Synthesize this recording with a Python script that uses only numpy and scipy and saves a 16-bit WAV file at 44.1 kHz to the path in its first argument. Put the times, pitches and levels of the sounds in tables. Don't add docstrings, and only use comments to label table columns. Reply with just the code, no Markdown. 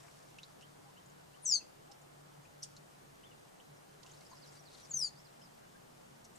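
import sys
import numpy as np
from scipy import signal
from scipy.fft import rfft, irfft, next_fast_len
from scipy.io import wavfile
from scipy.ndimage import uniform_filter1d

SR = 44100
rng = np.random.default_rng(int(sys.argv[2]) if len(sys.argv) > 2 else 0)


def gain_from_decibels(decibels):
    exponent = np.asarray(decibels, float) / 20
    return 10 ** exponent


def generate_wav(signal):
    frames = np.transpose(np.atleast_2d(signal))
    scaled = np.clip(frames, -1, 1) * 32767
    pcm = np.round(scaled).astype(np.int16)
    wavfile.write(sys.argv[1], SR, pcm)


N = 281446
TIME = np.arange(N) / SR


def evened(x):
    return x / np.sqrt(np.mean(np.abs(x) ** 2) + 1e-20)


def read(points, hz):
    f, value = np.transpose(points)
    return np.interp(np.log(hz + 1), np.log(f + 1), value)


def add(mix, s, sound, pan_db):
    part = mix[:, round(s * SR):][:, :len(sound)]
    part += gain_from_decibels(np.array([[.5], [-.5]]) * pan_db) * sound[:part.shape[1]]


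def wander(hz, channels):
    a, b = rng.standard_normal((2, channels, N))
    r = np.exp(-np.pi * hz / SR)
    smooth = signal.lfilter([1], [1, -r], a + 1j * b)
    return evened(signal.lfilter([1], [1, -r], smooth))


def noise(tone, patchy_db, channels):
    frames, hz = N // 256 + 5, np.fft.rfftfreq(1024, 1 / SR)
    a, b, patches = rng.standard_normal((3, channels, 513, frames))
    across_pitch = uniform_filter1d(patches[0], 10, axis=0)
    patches = evened(uniform_filter1d(across_pitch, 12, axis=1))
    z = (a + 1j * b) * gain_from_decibels(read(tone, hz)[:, None] + patchy_db * patches)
    return evened(signal.istft(z, nperseg=1024, noverlap=768)[1][:, :N])


def garden(x, walls_db, walls_t60):
    hedges_t60 = .45
    t = np.arange(SR // 2) / SR
    fade = gain_from_decibels(-60 * t / hedges_t60) + gain_from_decibels(walls_db - 60 * t / walls_t60)
    taps = rng.choice([-1., 1.], (2, len(t))) * (rng.random((2, len(t))) < .12) * (t > .002)
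    taps = signal.lfilter([1], [1, -.3], taps * fade)
    return signal.fftconvolve(x.mean(0)[None], taps / np.linalg.norm(taps[0]), axes=1)[:, :N]


def whistles(notes):
    out = np.zeros((2, N))
    for s, length, from_hz, to_hz, db, pan_db in notes:
        hz = np.geomspace(from_hz, to_hz, round(length * SR))
        tone = np.sqrt(2) * np.cos(2 * np.pi * np.cumsum(hz) / SR)
        add(out, s, gain_from_decibels(db) * tone * signal.windows.tukey(len(hz), .5), pan_db)
    return out * evened(1 + .3 * wander(450, 2).real)


def bursts(rows, span):
    out = np.zeros((2, N))
    for s, length, low_hz, db, pan_db in rows:
        band = signal.butter(3, [low_hz, low_hz * span], "band", fs=SR)
        burst = signal.lfilter(*band, rng.standard_normal(2800))[:round(length * SR)]
        add(out, s, gain_from_decibels(db) * evened(burst) * signal.windows.tukey(len(burst), .4), pan_db)
    return out


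def syrinx_half(voice):
    attack_s, release_s, rasp, rasp_hz = 0.0023, 0.0033, .2, 300
    s, pitch_hz, db = np.transpose(voice)
    hz = np.interp(TIME, s, pitch_hz)
    edges = np.clip(np.minimum((TIME - s[0]) / attack_s, (s[-1] - TIME) / release_s), 0, 1)
    flicker = 1 + rasp * wander(rasp_hz, 1).real
    loud = np.sqrt(2) * gain_from_decibels(np.interp(TIME, s, db)) * edges * flicker
    return hz, np.exp(2j * np.pi * np.cumsum(hz) / SR), loud


# delay/ms, gain
LEFT_PATHS = [(0.0, -0.79), (1.44, -0.13), (2.556, -0.1), (2.565, 0.32), (3.123, -0.16), (3.384, -0.32),
              (3.627, -0.25), (3.978, -0.1), (4.23, -0.16), (4.626, -0.1), (6.453, 0.13), (6.993, 0.1)]
RIGHT_PATHS = [(0.009, -0.13), (0.09, 0.32), (0.387, 0.1), (1.449, -0.1), (2.574, 0.16), (3.042, 0.13),
               (3.384, -0.16), (3.447, -0.13), (3.897, 0.1), (4.41, -0.1), (4.806, -0.1), (6.543, -0.1)]


def paths(x):
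    size = next_fast_len(N + 2048)
    hz, ports = np.fft.rfftfreq(size, 1 / SR), []
    place, sign = rng.random(8), rng.choice([-1., 1.], 8)
    for early in (LEFT_PATHS, RIGHT_PATHS):
        late_ms = 7.5 + (16 - 7.5) * place + rng.uniform(0, 0.044, 8)
        late_gain = sign * gain_from_decibels(-17.5 - 9.8 * place) * np.linalg.norm(np.transpose(early)[1])
        arrivals = [*early, *zip(late_ms, late_gain)]
        ports.append(sum(g * np.exp(-2j * np.pi * hz * ms / 1000) for ms, g in arrivals))
    return irfft(rfft(x, size) * np.array(ports), size)[:, :N]


# t/s, f/Hz, level/dB
VOICE_GLIDES = [
    [(1.451, 6800, -36.5), (1.464, 6050, -30.5), (1.488, 5840, -28), (1.503, 5510, -31.5),
     (1.52, 5030, -25.5), (1.545, 4636, -28), (1.574, 4340, -35), (1.586, 4190, -47)],
    [(1.416, 9580, -67), (1.44, 9340, -45), (1.451, 8730, -49), (1.458, 7800, -42.5), (1.5, 7430, -38),
     (1.525, 6760, -31), (1.55, 6330, -32), (1.574, 6150, -39), (1.588, 5930, -55)],
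    [(4.894, 8040, -64), (4.915, 6800, -38), (4.929, 6610, -58), (4.94, 6460, -32.5), (4.975, 6020, -35),
     (5.004, 5590, -37.5), (5.018, 5097, -30.5), (5.052, 4700, -34), (5.09, 4290, -54)],
    [(4.957, 9600, -61.9), (4.97, 8860, -51), (4.995, 8550, -41.5), (5.01, 8600, -50), (5.028, 7440, -48.5),
     (5.047, 6910, -47.5), (5.086, 6690, -51)],
]
# low octave level/dB, low + high level/dB,
# 2 high - low level/dB
EXTRA_TONES = [
    (-23.5, -21, -43),
    (-14.5, -38, -23),
]
# f/Hz, level/dB
BEAK_CURVE = [(7000, 52), (9000, -2), (11000, -5.5), (12500, -15), (13800, -29)]


def twitters():
    out, breath = np.zeros((2, N)), gain_from_decibels(-24.5)
    for k, (octave_db, sum_db, upper_db) in enumerate(EXTRA_TONES):
        f, low, a = syrinx_half(VOICE_GLIDES[2 * k])
        g, high, b = syrinx_half(VOICE_GLIDES[2 * k + 1])
        effort_a, effort_b = (uniform_filter1d(abs(v), 900, axis=1) * (abs(v) > 0) for v in (a, b))
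        both = np.sqrt(effort_a * effort_b)
        out += (low * (a + breath * effort_a * wander(1300, 2))).real
        out += (high * (b + breath * effort_b * wander(1300, 2))).real
        octave = gain_from_decibels(octave_db + read(BEAK_CURVE, 2 * f)) * effort_a * low ** 2
        out += (octave * (0.21 + 1.04 * wander(330, 2))).real
        sum_tone = gain_from_decibels(sum_db + read(BEAK_CURVE, f + g)) * both * low * high
        out += (sum_tone * wander(350, 2)).real
        upper = gain_from_decibels(upper_db + read(BEAK_CURVE, 2 * g - f)) * both * high ** 2 / low
        out += (upper * wander(350, 2)).real
    out = paths(out)
    return out + gain_from_decibels(-11.5) * garden(out, walls_db=21, walls_t60=.12)


# t/s, length/s, from f/Hz, to f/Hz, level/dB
CHIP_STROKES = [
    (1.457, .005, 10000, 9000, -66),
    (2.622, 0.011, 6680, 4000, -53),
    (2.631, 0.0095, 4220, 2730, -64),
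    (2.629, 0.0039, 6600, 4800, -42),
    (2.6295, 0.0057, 12300, 9500, -59),
    (2.6317, .011, 10170, 5630, -48.5),
    (2.655, 0.009, 4640, 5240, -71),
]


def chip():
    return whistles([(*row, 1) for row in CHIP_STROKES])


# delay/ms, level/dB
STONE_ECHOES = [(.7, -14), (3.5, -4), (4.6, -12), (6.8, -10), (8.1, -14), (11.8, -12), (17.5, -18)]


def near_echoes(x):
    taps = np.zeros((2, 1024))
    taps[:, 0] = 1
    for ms, db in STONE_ECHOES:
        place = (ms * SR / 1000 + rng.uniform(0, 12, 2)).astype(int)
        taps[[0, 1], place] = gain_from_decibels(db) * rng.choice([-1, 1])
    return signal.oaconvolve(x, taps / np.linalg.norm(taps[0]), axes=1)[:, :N]


# t/s, peak level/dB, bubble f/Hz, pan/dB
WATER_DROPS = [(0.0894, -62, 6940, 7), (0.386, -42.5, 2720, -2), (0.432, -41.5, 3920, -1.0),
               (0.624, -53, 2900, -9), (1.06, -55, 7100, 1.0), (1.0994, -58, 6940, 0.0),
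               (1.918, -51.5, 5170, -9), (2.0167, -56, 7050, -0.5), (2.4522, -57, 2530, 11),
               (3.7694, -60, 5390, -3), (4.031, -60, 4200, 12), (4.0997, -56, 3100, -6),
               (4.1144, -50.5, 6430, 3.0), (4.137, -54, 4200, 2), (4.173, -55, 5060, 2),
               (4.1844, -68, 6500, 1.0), (4.215, -59, 2150, -2), (4.747, -53, 4320, 3.5),
               (6.3568, -56, 7350, 12)]
# t/s, peak level/dB, bubble f/Hz, pan/dB
HARD_DROPS = [
    (0.611, -55, 2800, 8),
    (2.766, -48.5, 4200, -1),
    (4.0636, -52, 2820, -3),
    (4.209, -56, 4100, -2),
    (4.8563, -52, 4930, 4),
    (6.2494, -53.5, 5700, 1.5),
]


def drops():
    out, t = np.zeros((2, N)), np.arange(2000) / SR
    rows = [(*row, -8) for row in WATER_DROPS] + [(*row, 0.5) for row in HARD_DROPS]
    for s, db, hz, pan_db, slap_db in rows:
        ring = np.sin(2 * np.pi * hz * (.95 * t + 12 * t ** 2))
        bubble = ring * gain_from_decibels(-60 * t / 0.031) * (1 - np.exp(-t / 0.00013))
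        plunge_hz = hz + (8500 - hz) * np.exp(-t / 0.00059)
        slap = np.sin(2 * np.pi * np.cumsum(plunge_hz) / SR)
        slap = slap * np.exp(-t / 0.00071) * (1 - np.exp(-t / 0.00025))
        add(out, s, gain_from_decibels(db - 0.5) * (bubble + gain_from_decibels(slap_db) * 3 * slap), pan_db)
    return near_echoes(out)


# t/s, length/s, low f/Hz, level/dB, pan/dB
SPRAY = [
    (0.033, 0.035, 870, -70, 8),
    (0.08, 0.0092, 960, -63, 9),
    (1.616, .03, 220, -65.5, 2),
    (1.913, 0.012, 2780, -62.5, -11),
    (2.639, 0.01, 2800, -56, 0),
    (4.03, 0.01, 2700, -66.5, -25),
    (6.24, 0.023, 3480, -64.5, 5),
]


def splashes():
    return bursts(SPRAY, span=2.7)


# t/s, length/s, low f/Hz, level/dB, pan/dB
WING_FLICKS = [
    (.615, 0.015, 6000, -68.5, 2),
    (4.065, 0.012, 6200, -68, 2),
    (4.51, 0.049, 6000, -70, 2),
    (4.54, 0.0039, 6500, -69, 15),
    (4.70, 0.05, 3640, -68, 0),
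    (4.742, 0.018, 3550, -62, 5),
    (4.77, 0.065, 3650, -67.5, 9),
    (5.019, 0.069, 7000, -62, 5),
    (6.357, .014, 6700, -69, 11),
]


def wing_flicks():
    return bursts(WING_FLICKS, span=1.36)


# t/s, f/Hz, level/dB
BIG_BUBBLES = [
    (0.036, 673, -66.5),
    (0.85, 770, -65),
    (.885, 937, -65.5),
    (1.36, 1070, -72),
    (1.89, 765, -63),
    (4.035, 953, -67.5),
    (4.312, 944, -56.5),
    (5.745, 1534, -67.5),
]


def gurgles():
    return whistles([(s, 0.0236, hz, hz * 1.105, db, 10) for s, hz, db in BIG_BUBBLES])


# t/s, length/s, from f/Hz, level/dB
UP_CALLS = [
    (0.623, 0.026, 2650, -67),
    (0.956, 0.034, 2610, -69),
    (1.33, 0.028, 2560, -70),
    (3.232, 0.016, 2720, -64),
    (3.598, 0.0064, 2660, -60.5),
    (5.41, 0.016, 2640, -70),
]
# t/s, length/s, from f/Hz, level/dB
DOWN_CALLS = [
    (1.594, 0.032, 2840, -67.5),
    (3.249, .035, 3700, -73),
    (3.307, 0.023, 3050, -67.5),
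]


def low_far_bird():
    up = [(s, length, hz, hz * 1.27, db, 4.5) for s, length, hz, db in UP_CALLS]
    down = [(s, length, hz, hz * .88, db, 4.5) for s, length, hz, db in DOWN_CALLS]
    return whistles(up + down)


# t/s, length/s, from f/Hz, to f/Hz, level/dB
PHRASE = [(4.256, 0.017, 5000, 5150, -69), (4.303, .015, 6600, 6550, -71), (4.309, .032, 5200, 3790, -69),
          (4.413, 0.04, 5270, 3700, -66), (4.562, 0.022, 4700, 4730, -71), (4.588, 0.023, 5900, 5560, -68),
          (4.646, 0.051, 5100, 3500, -70), (4.807, 0.052, 6300, 5370, -69),
          (4.906, 0.078, 4120, 5800, -66.5), (5.03, .02, 4500, 4000, -70),
          (5.145, 0.075, 4220, 5900, -71.5), (5.24, 0.041, 5560, 3800, -71),
          (5.413, 0.018, 5700, 4800, -70), (5.43, 0.017, 4920, 5540, -67.5),
          (5.446, 0.018, 5380, 4400, -70)]
# t/s, level/dB
TRILL_STARTS = [
    (4.353, -67),
    (4.464, -64.5),
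]


def far_songbird():
    pan_db, gap_s, note_s = -10, 0.012, 0.0058
    song = [(*row, pan_db) for row in PHRASE]
    trills = [(s + k * gap_s, note_s, 5950, 4500, db, pan_db) for s, db in TRILL_STARTS for k in range(3)]
    return whistles(song + trills)


# peak t/s, level/dB, hold/s, fade/dB per s
GUST_PEAKS = [
    (0, -62, .01, 26),
    (2.7, -76, .05, 22),
    (4.078, -65, .01, 14),
    (4.47, -65, 0.079, 150),
    (4.75, -62, 0.042, 81),
    (4.85, -67.5, .05, 17),
    (5.99, -72, 0.0091, 80),
    (6.38, -67, .01, 30),
]


def gusts():
    power = gain_from_decibels(-73) ** 2
    for s, db, hold, fade in GUST_PEAKS:
        rising = 190 * np.maximum(s - TIME, 0)
        fading = fade * np.maximum(TIME - s - hold, 0)
        power = power + gain_from_decibels(db - rising - fading) ** 2
    return np.sqrt(power)


# f/Hz, level/dB per Hz
RUSTLE_COLOUR = [(800, -0.5), (1800, -2.5), (3000, -6), (4200, -1.5), (5800, -0.5), (7500, -2.5),
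                 (10000, -8.5), (14000, -25)]


def rustle():
    a, b = noise(RUSTLE_COLOUR, 1.26, channels=2)
    flutter = evened(0.87 + abs(wander(110, 1)[0]) ** 0.86)
    return gusts() * flutter * np.array([a, 0.34 * a + 0.74 * b])


# t/s, level/dB
PUMP_LEVEL = [(0.1, -64.5), (0.66, -67), (1.06, -63), (1.76, -72.5), (1.99, -64), (2.83, -62),
              (2.91, -68.5), (3.46, -67.5), (3.55, -96), (3.7, -58), (3.8, -69.5), (4.41, -62.5),
              (4.87, -68), (4.94, -56), (5.21, -68.5), (6.08, -70), (6.17, -61), (6.38, -89)]


def pump():
    drone_hz, rattle_hz = 145.8, 182.5
    drone = gain_from_decibels(np.interp(TIME, *np.transpose(PUMP_LEVEL))) * (0.86 + 0.55 * wander(29, 1)[0])
    drone = drone * np.exp(2j * np.pi * drone_hz * TIME)
    rattle = gain_from_decibels(-73.5) * wander(16.5, 1)[0] * np.exp(2j * np.pi * rattle_hz * TIME)
    return (drone + rattle).real * gain_from_decibels(np.array([[.5], [-.4]]))


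# t/s, f/Hz, level/dB
MOTOR_GLIDE = [
    (5.2, 203.6, -85),
    (5.399, 238, -74),
    (5.65, 220.5, -76),
    (5.9, 242.6, -75),
    (6.38, 220, -71),
]


def far_motor():
    s, hz, db = np.transpose(MOTOR_GLIDE)
    turn = np.sin(2 * np.pi * np.cumsum(np.interp(TIME, s, hz)) / SR)
    return np.sqrt(2) * gain_from_decibels(np.interp(TIME, s, db)) * turn


# f/Hz, level/dB per Hz
SHARED_AIR = [(12, -46), (20, 10), (112, -35.5), (129, -1.5), (148, -9), (297, -8.5), (414, -8.5),
              (476, -10), (763, -9.5), (1570, -15.5), (2520, -21), (2900, -20), (3720, -22.5), (8570, -23),
              (15400, -31)]
# f/Hz, level/dB per Hz
OPPOSED_AIR = [(12, -50), (20, -18), (165, -8.5), (273, -1), (360, -3.5), (403, -1), (785, -2.5),
               (1040, -7), (1410, -9), (2450, -16.5), (2900, -17.5), (11600, -29.5), (15400, -36.5)]


def air():
    mid = gain_from_decibels(-63.5) * noise(SHARED_AIR, 0.97, channels=1)[0]
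    side = gain_from_decibels(-61) * noise(OPPOSED_AIR, 0.97, channels=1)[0]
    return gain_from_decibels(np.array([[.3], [-.3]])) * np.array([mid + side, mid - side])


def scene():
    calls = chip() + gurgles() + low_far_bird() + far_songbird()
    water = drops() + splashes() + wing_flicks()
    wet = garden(gain_from_decibels(-1) * calls + gain_from_decibels(-23) * water, walls_db=22, walls_t60=.06)
    return twitters() + calls + water + wet + rustle() + pump() + far_motor() + air()


def top_cut(x):
    return signal.sosfilt(signal.butter(12, 15520, fs=SR, output="sos"), x)


def record(dry):
    edge = signal.firwin(255, 15400, window=("kaiser", 8), fs=SR)
    mix = signal.oaconvolve(dry, edge[None], "same", axes=1)
    return top_cut(mix)


dry = scene()
out = record(dry)
generate_wav(out)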